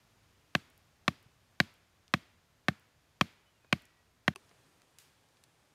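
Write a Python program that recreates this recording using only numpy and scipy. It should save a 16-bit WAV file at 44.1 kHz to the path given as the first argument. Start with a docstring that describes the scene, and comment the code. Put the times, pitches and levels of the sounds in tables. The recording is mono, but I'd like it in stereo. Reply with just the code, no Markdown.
"""A quiet forest, a stereo pair close to a green wooden stake that one hand steadies. From 0.55 s a steel
tool head drives it into the soil with eight blows: each crushes the frayed top with a crack and shoves the
stake down with a thud; square blows knock hollow, glancing ones clack. The trees scatter a faint tail back
and crumbs of bark fall. Near 3.5 s a far bird whistles four falling notes. At 4.35 s the sound cuts to a
second quiet spot with a wooden tap and a few light handling clicks."""
import sys
import numpy as np
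from scipy import signal
from scipy.io import wavfile

SR = 44100
rng = np.random.default_rng(int(sys.argv[2]) if len(sys.argv) > 2 else 0)


def store_pcm(level_fs):
    """Save levels as 16-bit WAV."""
    pcm = np.round(np.clip(level_fs, -1, 1) * 32767).astype(np.int16)
    wavfile.write(sys.argv[1], SR, np.atleast_2d(pcm).T)


N = 253133
TIME = np.arange(N) / SR
HIT_TIME = TIME[:SR // 8]
FIRST_SPOT_END_S, SECOND_SPOT_START_S = 4.340, 4.351

# blows on the stake: (time [s], relative thud level [dB], hollowness [dB]: square + or glancing -,
# hardness [dB], pitch of the crack [Hz])
BLOWS = [(0.5505, -2, -0.8, -1.0, 6000), (1.0794, -0.6, 4, -1.65, 4270), (1.6013, 1.1, -3, 2.6, 4200),
         (2.138, 0.4, 3.5, 0.5, 2000), (2.6835, 1.2, -3.6, -3.4, 1500), (3.2107, 0.9, 6, 2.6, 1750),
         (3.7266, 1.2, -0.8, 0.0, 2300), (4.2793, 1.4, -3.2, -4.4, 1750)]
# twigs, leaves and fingers at both spots: (time [s], level [dB], centre [Hz], width [octaves], length [s])
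TICKS = [(0.778, -64.5, 12600, 0.75, .0033), (1.26, -55.5, 110, 1.1, 0.037), (2.080, -62, 4200, 0.94, .003),
         (3.646, -60.5, 650, 2.9, .012), (3.854, -64, 7900, 1.4, 0.0066), (4.513, -60, 593, 3.2, 0.015),
         (4.819, -63, 2800, 3.4, 0.0038), (4.986, -52, 4600, 2.3, .009), (5.370, -67, 3500, 1.2, .01),
         (5.438, -58, 5000, 2.1, .009)]


def from_db(db):
    """Decibels to gain."""
    return 10 ** (np.asarray(db) / 20)


def at_hz(points, hz):
    """Read a spectrum on a log-frequency axis."""
    frequencies, values = np.transpose(points)
    return np.interp(np.log(hz), np.log(frequencies), values)


def add(out, s, sound):
    """Mix a sound in at a time."""
    start = round(s * SR)
    out[:, start:start + sound.shape[-1]] += sound[..., :N - start]


def unit_hit(x):
    """Scale to the energy of 5 ms at rms 1."""
    return x / np.sqrt(np.sum(x ** 2, axis=-1, keepdims=True) / (.005 * SR) + 1e-20)


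def band(x, low_hz, high_hz, order=2):
    """Butterworth band-pass."""
    edges = [low_hz, min(high_hz, .45 * SR)]
    return signal.sosfilt(signal.butter(order, edges, "band", fs=SR, output="sos"), x + 1e-18)


def pan(left_db):
    """Gains of the left and right microphone."""
    return from_db(np.array([[left_db], [-left_db]]) / 2)


def diffuse(spectrum, size, t60s=None):
    """Noise reaching the pair from all around in half-octave bands, steady or dying by band; rms 1."""
    # how alike the two microphones hear it: (frequency [Hz], correlation [-1 to 1])
    likeness = [(90, 1), (180, 0.8), (550, 0.73), (1650, 0.17), (5000, -0.03), (15000, 0)]
    # its lean across the pair: (frequency [Hz], left over right [dB])
    balance = [(60, -1), (550, 0), (1650, -2), (5000, -0.56), (15000, -3.5)]
    out, edges = 0, np.geomspace(22, 14200, 20)
    white = rng.standard_normal((2, 2, size))
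    for k, (low, high) in enumerate(zip(edges, edges[1:])):
        mid, side = band(white[k % 2], low, high)
        hz = np.sqrt(low * high)
        alike = np.clip(at_hz(likeness, hz), -1, 1)
        fade_db = -60 * TIME[:size] / at_hz(t60s, hz) if t60s else 0
        pair = np.sqrt(1 + alike) * mid + np.sqrt(1 - alike) * side * [[1], [-1]]
        out = out + from_db(at_hz(spectrum, hz) + fade_db) * pair * pan(at_hz(balance, hz))
    return out / np.sqrt(np.mean(out ** 2))


def forest_air():
    """Still air around the stake: a low hush that eases slightly."""
    # colour of the air: (frequency [Hz], relative density [dB])
    spectrum = [(25, -17.5), (50, -7), (85, 0), (130, -4), (200, -9.5), (400, -13.5), (800, -14),
                (1500, -14.5), (3000, -17.5), (6000, -21), (8500, -26), (10000, -31), (12800, -27),
                (14000, -34)]
    # strength of the air: (time [s], level [dB])
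    levels = [(0, -66.5), (2, -68.5), (4.3, -69)]
    return from_db(np.interp(TIME, *np.transpose(levels))) * diffuse(spectrum, N)


def second_spot_air():
    """Still air at the second spot: a little louder at first, then settling."""
    # colour of the air: (frequency [Hz], relative density [dB])
    spectrum = [(15, -55), (25, -20), (97, -2.5), (130, 1), (170, -10), (285, -8), (734, -10.5),
                (2110, -12.5), (2350, -16), (3080, -14.5), (9320, -21), (13200, -28.5), (16000, -52)]
    # strength of the air: (time [s], level [dB])
    levels = [(4.35, -65), (4.6, -65.5), (4.9, -67.5), (5.7, -68)]
    return from_db(np.interp(TIME, *np.transpose(levels))) * diffuse(spectrum, N)


def waver(t, per_s=36):
    """Random wander with a spread of about 1."""
    return np.interp(t * per_s, np.arange(64), rng.standard_normal(64))


def far_bird():
    """Thin whistled notes that swell, sag in pitch and fade, fluttering on their way through the trees."""
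    # notes, stepping down: (time [s], length [s], starting pitch [Hz], level [dB])
    notes = [(3.455, .045, 3040, -72.5), (3.52, .08, 2840, -80), (3.6, 0.14, 2530, -75.5),
             (3.77, .29, 1960, -75)]
    first_hz = notes[0][2]
    sag_hz_per_s, settle_s, flutter_db = 1300, .07, 2.5
    out = np.zeros((2, N))
    for s, length, start_hz, db in notes:
        t = TIME[:round(length * SR)]
        depth_hz = sag_hz_per_s * settle_s * (start_hz / first_hz) ** 2   # lower notes sag less
        sag_hz = depth_hz * (1 - np.exp(-t / settle_s))
        hz = (start_hz - sag_hz) * (1 + .004 * waver(t))
        level = from_db(db + flutter_db * waver(t)) * np.sqrt(np.sin(np.pi * t / length))
        add(out, s, level * np.sin(2 * np.pi * np.cumsum(hz) / SR))
    return out


def echo(spectrum, near_db, near_t60, far_db):
    """Nearby ground scatters the sound at once, the trees send back a longer, fainter tail."""
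    # decay among the trees: (frequency [Hz], t60 [s])
    tree_t60s = [(100, .33), (600, 0.77), (2000, 0.73), (5000, .45), (13000, .38)]
    size = SR * 3 // 5
    near = diffuse(spectrum, size, [(100, near_t60), (10000, near_t60)])
    far = diffuse(spectrum, size, tree_t60s) * (1 - np.exp(-TIME[:size] / .004))
    return (from_db(near_db) * near + from_db(far_db) * far) / np.sqrt(size)


def ticks(rows):
    """Each tick is a sharp snap and a tiny burst of crackle around one pitch."""
    out = np.zeros((2, N))
    for s, db, hz, octaves, length in rows:
        shared, own = rng.standard_normal((2, len(HIT_TIME))) * np.exp(-3 * HIT_TIME / length)
        shared[0] += 5.5   # the snap
        pair = shared + .5 * own * [[1], [-1]]
        spread = 2 ** (octaves / 2)
        add(out, s, from_db(db) * unit_hit(band(pair, hz / spread, hz * spread)))
    return out


def faint_ticks(times, db, hz, length_s):
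    """Tiny ticks that differ by chance in strength and pitch."""
    chance = rng.standard_normal((len(times), 2))
    return ticks([(s, db + 2 * louder, hz * 2 ** (.2 * higher), 1.2, length_s)
                  for s, (louder, higher) in zip(times, chance)])


def bark_crumbs():
    """Most blows shake a crumb of bark loose, which lands on the litter soon after."""
    loose_chance, fall_s = .7, (.07, .25)
    draws = rng.random((len(BLOWS), 2))
    times = [s + np.interp(fall, [0, 1], fall_s)
             for (s, *_), (loose, fall) in zip(BLOWS, draws) if loose < loose_chance]
    return faint_ticks(times, db=-69.5, hz=9500, length_s=.003)


def handling_clicks():
    """Light clicks at the second spot; only the loudest raises a bright, airy echo."""
    # colour of that echo: (frequency [Hz], relative density [dB])
    echo_spectrum = [(60, -11), (400, -16), (1500, -2), (4000, 2), (9000, -2), (14000, -3)]
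    out = ticks([row for row in TICKS if row[0] > SECOND_SPOT_START_S])
    add(out, 4.986, echo(echo_spectrum, near_db=-37, near_t60=.04, far_db=-25.5))
    return out


def ring(push, hz, t60):
    """One damped resonance."""
    radius, angle = from_db(-60 / (t60 * SR)), 2 * np.pi * hz / SR
    return signal.lfilter([1, 0, -1], [1, -2 * radius * np.cos(angle), radius ** 2], push + 1e-18)


def swell(peak_s, sharpness):
    """A push that rises from nothing to 1 and lets go."""
    u = HIT_TIME / peak_s
    return (u * np.exp(1 - u)) ** sharpness


def strike(modes, contact_s, crush_s, crush_sharpness, rough_hz, apart_hz, left_lag_s=0):
    """The tool lands, crushes fibres for a moment and lets go; all three set the modes ringing."""
    out, crush = 0, swell(crush_s, crush_sharpness)
    crush /= np.sqrt(np.sum(crush ** 2))
    contact = np.zeros(len(HIT_TIME))
    contact[[0, round(contact_s * SR)]] = -1, .39   # landing, release
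    for hz, db, t60, left_db in modes:
        shared, own = rng.standard_normal((2, len(HIT_TIME))) * crush
        # high modes feel mostly the crushing, and reach the two microphones less alike
        crackle = shared + own * [[1], [-1]] * hz / (hz + apart_hz)
        push = contact + crackle * (hz / rough_hz) ** 1.3
        rung = band(ring(push, hz, t60), hz / 1.41, hz * 1.39, order=1)
        out = out + from_db(db) * pan(left_db) * unit_hit(rung)
    left = np.interp(HIT_TIME - left_lag_s, HIT_TIME, out[0], left=0)
    return np.array([left, out[1]])


def wooden_tap(s):
    """One light, short contact rings a piece of wood at the second spot."""
    # modes of the wood: (frequency [Hz], relative level [dB], t60 [s], left over right [dB])
    modes = [(386, -50.5, 0.072, 0), (845, -52, 0.014, 0), (1090, -48, 0.018, 0), (2220, -49.5, 0.0083, 0),
             (2630, -47.5, .012, 0), (4500, -51, 0.0083, 0), (6030, -55, 0.0098, 0), (8600, -54, 0.0047, 0),
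             (10640, -52.5, 0.0044, 0)]
    out = np.zeros((2, N))
    tap = strike(modes, contact_s=.0005, crush_s=.00034, crush_sharpness=1.4, rough_hz=2976, apart_hz=5000)
    add(out, s, from_db(-1.5) * tap)
    return out


def thud(soil_db, shudder_db, judder_db):
    """The stake sinks and the soil gives, so the pitch drops; then the stake shudders in its hole."""
    hz = 100 + 380 * np.exp(-HIT_TIME / .005)
    shove = -swell(peak_s=.0064, sharpness=3) * np.sin(2 * np.pi * np.cumsum(hz) / SR)
    soil = swell(peak_s=.012, sharpness=1.3) * np.sin(2 * np.pi * 92 * HIT_TIME)
    shudder_hz = 207 * (1 + .04 * rng.standard_normal())
    shudder = swell(peak_s=.029, sharpness=27) * np.sin(2 * np.pi * shudder_hz * HIT_TIME)
    # the bark rubs unevenly against the earth
    rub = band(rng.standard_normal(len(HIT_TIME)), 130, 290, order=3)
    judder = unit_hit(rub * swell(peak_s=.027, sharpness=4))
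    motion = shove + from_db(soil_db) * soil + from_db(shudder_db) * shudder + from_db(judder_db) * judder
    return band(motion, 62, 2998)   # the small patch of moving soil gives off little deep bass


def near_pitch(hz, centre_hz, octaves=.2):
    """1 at a pitch, falling to 0 on either side."""
    return np.exp(-.5 * (np.log2(hz / centre_hz) / octaves) ** 2)


def favour_db(hz, hollow_db, hard_db, crack_hz):
    """A square blow feeds the knock and its overtone, a glancing one the clack, a hard one the treble."""
    knock_hz, overtone_hz, clack_hz, hard_above_hz = 1170, 3170, 1650, 1730
    hollow = near_pitch(hz, knock_hz) + .5 * near_pitch(hz, overtone_hz) - .9 * near_pitch(hz, clack_hz)
    treble = 1 / (1 + (hard_above_hz / hz) ** 4)
    # splitting fibres favour the modes around their own pitch
    crack_db = 3.5 * near_pitch(hz, crack_hz, octaves=.26)
    return hollow_db * hollow + hard_db * treble + crack_db


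def hammering():
    """Close to the pair, each blow favours other modes of the stake and wakes the echo of the clearing."""
    # modes of stake and tool head: (frequency [Hz], base level [dB], t60 [s], left over right [dB])
    stake_modes = [(327, -41, 0.067, 2.5), (601, -32, 0.02, -4.5), (730, -30.5, 0.022, -1),
                   (1138, -29.5, 0.013, -5), (1253, -30, .015, 1), (1578, -27, 0.0093, -6),
                   (1787, -26.5, 0.013, -3.5), (2127, -43, 0.042, -4), (2304, -30, 0.015, -8.5),
                   (2570, -28.5, .011, -9), (3210, -29, 0.01, -2.5), (3830, -34, 0.0056, -1),
                   (4170, -34.5, .013, 0), (5740, -40.5, 0.0074, 0), (6630, -49, 0.0035, -2),
                   (8350, -45.5, .013, -3.5), (11400, -48, 0.0048, -3.5), (13200, -46.5, 0.0076, -0.5)]
    # colour of the echo from litter and trees: (frequency [Hz], relative density [dB])
    echo_spectrum = [(60, -5.5), (150, 5.5), (300, 2), (500, -4.5), (900, -4), (1500, -0.5), (2500, 0.5),
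                     (4600, -2.5), (7000, -10.5), (10000, -15), (14000, -14.5)]
    echo_share = .55   # how much of a blow's hardness and colour shows in its echo
    out = np.zeros((2, N))
    for s, thud_db, hollow_db, hard_db, crack_hz in BLOWS:
        landing = hollow_db, hard_db, crack_hz
        modes = [(hz, db + favour_db(hz, *landing), t60, left_db) for hz, db, t60, left_db in stake_modes]
        contact_s = .0023 * (1 + .03 * rng.standard_normal())
        add(out, s, strike(modes, contact_s, crush_s=.0011, crush_sharpness=2.9,
                           rough_hz=1800, apart_hz=3600, left_lag_s=.00003))
        add(out, s, from_db(thud_db - 22) * thud(soil_db=-21, shudder_db=-22.5, judder_db=-25.5))
        colour = [(hz, db + echo_share * favour_db(hz, *landing)) for hz, db in echo_spectrum]
        tail = echo(colour, near_db=-14.5, near_t60=.049, far_db=-20.5)
        add(out, s, from_db(echo_share * hard_db) * tail)
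    return out


def scene():
    """The pair beside the stake, an instant of silence, then the second spot, heard about centred."""
    first = forest_air() + hammering()
    first += ticks([row for row in TICKS if row[0] < FIRST_SPOT_END_S])
    first += far_bird() + bark_crumbs()
    tap_s = 4.3593
    second = handling_clicks() + wooden_tap(tap_s) + second_spot_air()
    rustle_times = rng.uniform(tap_s, TIME[-1], size=3)
    second += faint_ticks(rustle_times, db=-72, hz=4190, length_s=.0065)
    return first * (TIME < FIRST_SPOT_END_S) + second * pan(left_db=1) * (TIME > SECOND_SPOT_START_S)


def record(dry):
    """A steep low-pass takes off the highest treble."""
    stop_hz = 16500
    return signal.sosfilt(signal.cheby2(14, 60, stop_hz, fs=SR, output="sos"), dry)


dry = scene()
out = record(dry)
store_pcm(out)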